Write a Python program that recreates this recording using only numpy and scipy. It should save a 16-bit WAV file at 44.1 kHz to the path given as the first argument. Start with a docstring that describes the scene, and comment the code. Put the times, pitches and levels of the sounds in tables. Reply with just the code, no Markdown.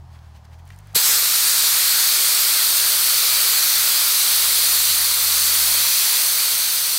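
"""Air jets from a tyre valve outdoors as a hand opens a brass deflator: turbulent noise, hissing steadily,
coloured by resonance in the bore and by reflections off wheel and hand.
Just before, fingers tick and rub on brass and rubber (noise), and dull knocks sound (damped sines).
Far off an engine speeds up, changes gear and climbs again (harmonic sines) over a low traffic wash (noise).
One microphone hears all of it; both channels are the same."""
import sys
import numpy as np
from scipy import signal
from scipy.fft import rfft, irfft
from scipy.io import wavfile
from scipy.ndimage import uniform_filter1d

SR = 44100
rng = np.random.default_rng(int(sys.argv[2]) if len(sys.argv) > 2 else 0)


def voltage_ratio(level):
    """Linear amplitude factor for a level in decibels (scalar or array-like)."""
    return 10 ** (np.asarray(level, float) / 20)


def master_out(mix):
    """Clip the mix to full scale and print it as 16-bit PCM to the path in sys.argv[1]."""
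    frames = np.transpose(np.atleast_2d(mix))
    ceiling = np.clip(frames, -1, 1)
    pcm = np.round(ceiling * 32767).astype(np.int16)
    wavfile.write(sys.argv[1], SR, pcm)


N = 307818  # length in samples
TIME_S = np.arange(N) / SR
FRAME, HOP = 1024, 256  # short-time spectrum, samples
HZ = np.fft.rfftfreq(FRAME, 1 / SR)[:, None]
FRAME_S = np.arange(N // HOP + 5) * HOP / SR


def evened(x):
    """Normalisation: scales a signal to rms 1."""
    return x / np.sqrt(np.mean(x ** 2) + 1e-20)


def read(points, hz):
    """Spectral interpolation: reads a level curve on a log-frequency axis."""
    f, value = np.transpose(points)
    return np.interp(np.log(hz + 1), np.log(f + 1), value)


def add(mix, s, sound):
    """Superposition: mixes a sound in at time s."""
    part = mix[round(s * SR):][:len(sound)]
    part += sound[:len(part)]


def bump(hz, centre_hz, width_hz):
    """Resonance: a Lorentzian curve of height 1, given its full width at half height."""
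    return 1 / (1 + (2 * (hz - centre_hz) / width_hz) ** 2)


def noise(field_db, patchy_db):
    """Random-phase noise: a time-frequency field in drifting patches, near rms 1 throughout."""
    real, imaginary, patches = rng.standard_normal((len(FRAME_S), len(HZ), 3)).T
    patches = uniform_filter1d(patches, size=10, axis=0)  # over frequency
    patches = evened(uniform_filter1d(patches, size=30, axis=1))  # over time
    size = voltage_ratio(field_db + patchy_db * patches)
    frame_power = (size ** 2).mean(0)
    size = size / np.sqrt(uniform_filter1d(frame_power, size=9))
    spectrum = (real + 1j * imaginary) * size
    sound = signal.istft(spectrum, nperseg=FRAME, noverlap=FRAME - HOP)[1]
    return evened(sound[:N])


# Course of the jet: t/s, level/dB, lift/dB of the broad band that the near hand raises
FLOW = [(.96, -12.5, 1), (.99, -16, 1), (1.03, -16.2, 2), (1.06, -14, 5), (1.14, -14.5, 3.5),
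        (1.22, -16.5, 0), (1.29, -16.2, 2.5), (1.549, -15.5, 2.3), (1.9, -15.5, .3), (2.3, -15.5, -0.3),
        (2.75, -16, -1), (3.7, -15.5, -1.5), (4.0, -16, -2), (4.75, -15.5, -2.5), (5.148, -17, -3),
        (5.55, -15.6, -3), (6.05, -16, -2.5), (6.98, -19, -3.5)]
# Turbulence spectrum before tilt and resonances: f/Hz, relative density level/dB (per Hz)
JET = [(35, -60), (60, -23.5), (240, -28), (480, -19.5), (700, -19.5), (1270, -11.5), (2900, -11),
       (4000, -5.5), (5200, -6.5), (7000, -8), (9500, -6.5), (13000, -5), (16500, -11)]


def jet():
    """Turbulent mixing: broadband air noise, filtered by bore, wheel and hand, released by the valve."""
    open_s, rise_s = .9443, .012
    hand_hz, hand_width_hz = 6500, 3500
    tilt_db_per_octave = 0.45
    s, level_db, lift_db = np.transpose(FLOW)
    lift_db = np.interp(FRAME_S, s, lift_db)
    tilt_db = tilt_db_per_octave * np.log2((HZ + 300) / 5000)
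    hand_db = lift_db * bump(HZ, hand_hz, hand_width_hz)
    field_db = read(JET, HZ) + tilt_db + hand_db + bore(lift_db) + wheel()
    # gusts of some milliseconds sway the whole band at once
    sway_db = 0.17 * evened(uniform_filter1d(rng.standard_normal(N), size=400))
    hiss = evened(noise(field_db, 0.8) * voltage_ratio(sway_db))
    opening = np.clip((TIME_S - open_s) / rise_s, 0, 1) ** 1.4
    return hiss * opening * voltage_ratio(np.interp(TIME_S, s, level_db))


# Resonances of the deflator bore, before drift: f/Hz, width/Hz, level/dB
BORE = [(4426, 860, 5.5), (9280, 510, 4.5)]
# Drift of the second bore resonance: t/s, level/dB
SECOND_RING = [(1.0, -2), (1.6, 4.5), (2.1, -1.5), (2.9, 3), (3.8, -3), (4.25, 0), (5.5, -2.2), (6.98, -1)]


def bore(lift_db):
    """Cavity resonance: the bore raises two bands by amounts that drift with time."""
    fill_in = 0.4  # dB lost by the first resonance for each dB of hand lift
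    slip_s, slip_length_s, slip_db = 1.1, 0.025, -10  # brief dip as the grip lets go
    slip = np.exp(-((FRAME_S - slip_s) / slip_length_s) ** 2)
    first_db = -fill_in * lift_db + slip_db * slip
    second_db = np.interp(FRAME_S, *np.transpose(SECOND_RING))
    field_db = 0
    for (hz, width_hz, db), drift_db in zip(BORE, (first_db, second_db)):
        field_db = field_db + (db + drift_db) * bump(HZ, hz, width_hz)
    return field_db


# Reflections off rim and hand: f/Hz, width/Hz, level/dB with the hand open, level/dB with it cupped
WHEEL = [(1360, 510, 3.5, 1.5), (1740, 160, 0, -3), (2340, 540, 2, 2.5), (3430, 510, 1.5, 1.5),
         (5930, 230, -1.2, 4.5), (6310, 190, 1, 7), (7100, 300, -1, 3.5), (8000, 310, 3.5, 2.5),
         (8270, 340, 0.3, 4.5), (8900, 200, 0.5, -1.5), (9380, 250, -2, 3), (9740, 250, -6, -1),
         (10400, 300, -1, 2.5), (10670, 300, -5, -4.5), (11000, 450, 0.5, 2), (11850, 250, -3.5, -1.5),
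         (12500, 300, 5, -3.5), (13150, 300, -3, 3.5), (13600, 200, 0, -3), (14000, 250, 2, 5),
         (14600, 300, 1, -2), (15200, 300, 3, 5)]


def wheel():
    """Interference: reflections add up or cancel, shifting as the hand gradually closes."""
    cup_from_s, cup_to_s = 1.14, 5.3
    cupped = np.clip((FRAME_S - cup_from_s) / (cup_to_s - cup_from_s), 0, 1)
    field_db = 0
    for hz, width_hz, open_db, cupped_db in WHEEL:
        band_db = open_db + (cupped_db - open_db) * cupped
        field_db = field_db + band_db * bump(HZ, hz, width_hz)
    return field_db


# Dull knocks as the valve is gripped and pulled open:
# t/s, level/dB before the soft onset, f/Hz, t60/s (time to decay by 60 dB)
THUMPS = [(.7045, -50, 900, .02), (.9365, -33, 750, .025), (.938, -38, 1300, .03), (.9465, -25, 140, .03),
          (.9595, -15, 440, .024), (.962, -22, 170, .025)]


def thumps():
    """Damped free vibration: short rings of the valve stem and sidewall."""
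    rise_s = .0025
    out, t = np.zeros(N), np.arange(4000) / SR
    onset = 1 - np.exp(-t / rise_s)
    for s, db, hz, t60 in THUMPS:
        decay = voltage_ratio(db - 60 * t / t60)
        add(out, s, decay * np.sin(2 * np.pi * hz * t) * onset)
    return out


# Finger ticks on brass and rubber: t/s, rms level/dB before decay, centre f/Hz, decay to 1/e/s
TICKS = [(.19, -51, 3000, .002), (0.446, -57, 8000, .0007), (0.452, -52, 4930, .003),
         (.582, -58, 9050, .0007), (.59, -53, 11000, .0007), (0.595, -58, 2500, .003),
         (.654, -53, 10000, .0012), (.661, -58, 8000, .0007), (.6775, -46, 9000, .0007),
         (.6905, -45, 6500, .0008), (0.704, -40, 1900, .004), (.7225, -50, 5000, 0.0014),
         (.7465, -50, 10000, .0007), (.7625, -48, 9000, .0007), (.778, -48, 10000, .0006),
         (0.786, -48, 11000, .0006), (.789, -37, 9000, .0006), (.8045, -50, 9000, .0007),
         (.8715, -45, 11500, .0012), (0.93, -55, 9000, 0.0031)]


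def ticks():
    """Impulsive contact: each tick is a wide-band puff of noise that dies exponentially."""
    out, t = np.zeros(N), np.arange(1024) / SR
    octaves = np.log2(np.fft.rfftfreq(1024, 1 / SR) + 1)
    for s, db, centre_hz, length_s in TICKS:
        band = bump(octaves, np.log2(centre_hz), 1.2)  # width in octaves
        puff = evened(irfft(rfft(rng.standard_normal(1024)) * band))
        add(out, s, voltage_ratio(db) * puff * np.exp(-t / length_s))
    return out


# Strokes of skin over the valve: middle t/s, peak level/dB, added to the steady rustle,
# half length/s (to 1/e)
RUB = [(0.148, -60, .03), (.25, -68, 0.033), (0.365, -58, .018), (.452, -61, 0.0072), (0.537, -58, 0.018),
       (.595, -63, .012), (.68, -60, 0.018), (0.732, -58, .025), (0.795, -61, 0.013), (0.897, -60, 0.058)]
# Rustle spectrum: f/Hz, relative density level/dB (per Hz)
RUB_COLOUR = [(900, -20), (1600, -1), (4600, -7.5), (8000, -14), (12000, -18.5), (16500, -18)]


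def rub():
    """Sliding friction: a soft rustle swells with each short stroke over a steady floor."""
    rest_db, patchy_db = -68, 1
    strokes = sum(voltage_ratio(db) * np.exp(-((TIME_S - s) / half_s) ** 2) for s, db, half_s in RUB)
    return noise(read(RUB_COLOUR, HZ), patchy_db) * (voltage_ratio(rest_db) + strokes)


# Course of the engine: t/s, firing f/Hz, level/dB before order strengths and exhaust
ENGINE = [(0, 41.9, -41), (.24, 39.4, -42.5), (.452, 37.66, -43.5), (.71, 44.8, -41), (.8, 48.1, -43.5),
          (.94, 50.3, -45), (.99, 50.7, -57), (1.54, 64.3, -53), (1.81, 70.5, -54), (2.06, 60, -59),
          (2.59, 44.2, -66), (2.76, 40.3, -55), (3.32, 45.9, -56), (4.01, 54.8, -59), (4.51, 61.9, -51),
          (4.86, 70.3, -47), (5.18, 75.2, -48), (5.61, 83.2, -44.5), (5.82, 84, -49), (5.92, 81, -59),
          (6.2, 70, -59), (6.29, 66, -53), (6.42, 61, -67), (6.59, 54.2, -56), (6.98, 55.3, -62)]
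# Exhaust pipe response, strongest from about 65 to 100 Hz: f/Hz, level/dB
EXHAUST = [(38, -19), (50, -4), (65, -0.5), (82, -1), (100, 0), (120, -7.5), (145, -9), (175, -11.5),
           (260, -26)]
# Strength of the firing orders from the first up, before the exhaust: level/dB
ORDERS_DB = [-0.3, -.4, -0.5, -8, -10, -22]


def engine():
    """Harmonic synthesis: slightly wavering firing orders, locked in step so that each firing throbs."""
    s, firing_hz, loud_db = np.transpose(ENGINE)
    hz = np.interp(TIME_S, s, firing_hz)
    loud_db = np.interp(TIME_S, s, loud_db)
    turns = np.cumsum(hz) / SR  # firing cycles so far
    waver = rng.standard_normal((N, len(ORDERS_DB)))
    waver = evened(uniform_filter1d(waver, size=2500, axis=0)).T
    out = np.zeros(N)
    for k, (order_db, w) in enumerate(zip(ORDERS_DB, waver), start=1):
        level_db = loud_db + order_db + read(EXHAUST, k * hz) + 1.3 * w
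        phase = 2 * np.pi * k * turns + 0.37 * w
        out += np.sqrt(2) * voltage_ratio(level_db) * np.sin(phase)  # root 2: rms to peak
    return out


# Traffic spectrum: f/Hz, relative density level/dB (per Hz)
WASH = [(15, -45), (25, -33), (58, -21), (91, -14), (137, -5), (269, -16), (500, -16.5), (812, -7),
        (1300, -15.5), (2460, -29), (4820, -26.5), (9000, -37), (16500, -41)]


def wash():
    """Incoherent summation: distant traffic merges into low, steady noise."""
    level_db, patchy_db = -55.5, 1.4
    return voltage_ratio(level_db) * noise(read(WASH, HZ), patchy_db)


def scene():
    """Linear superposition: all sources add at one microphone."""
    mono = jet() + thumps() + ticks() + rub() + engine() + wash()
    return np.array([mono, mono])


def top_cut(x):
    """Nothing passes above the cut-off."""
    return signal.sosfilt(signal.butter(12, 16740, fs=SR, output="sos"), x)


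def record(dry):
    """Band limitation: a linear-phase low-pass removes the highest treble."""
    edge_hz = 15810
    lowpass = signal.firwin(1023, edge_hz, window=("kaiser", 9), fs=SR)
    limited = signal.oaconvolve(dry, lowpass[None], "same")
    return top_cut(limited)


dry = scene()
out = record(dry)
master_out(out)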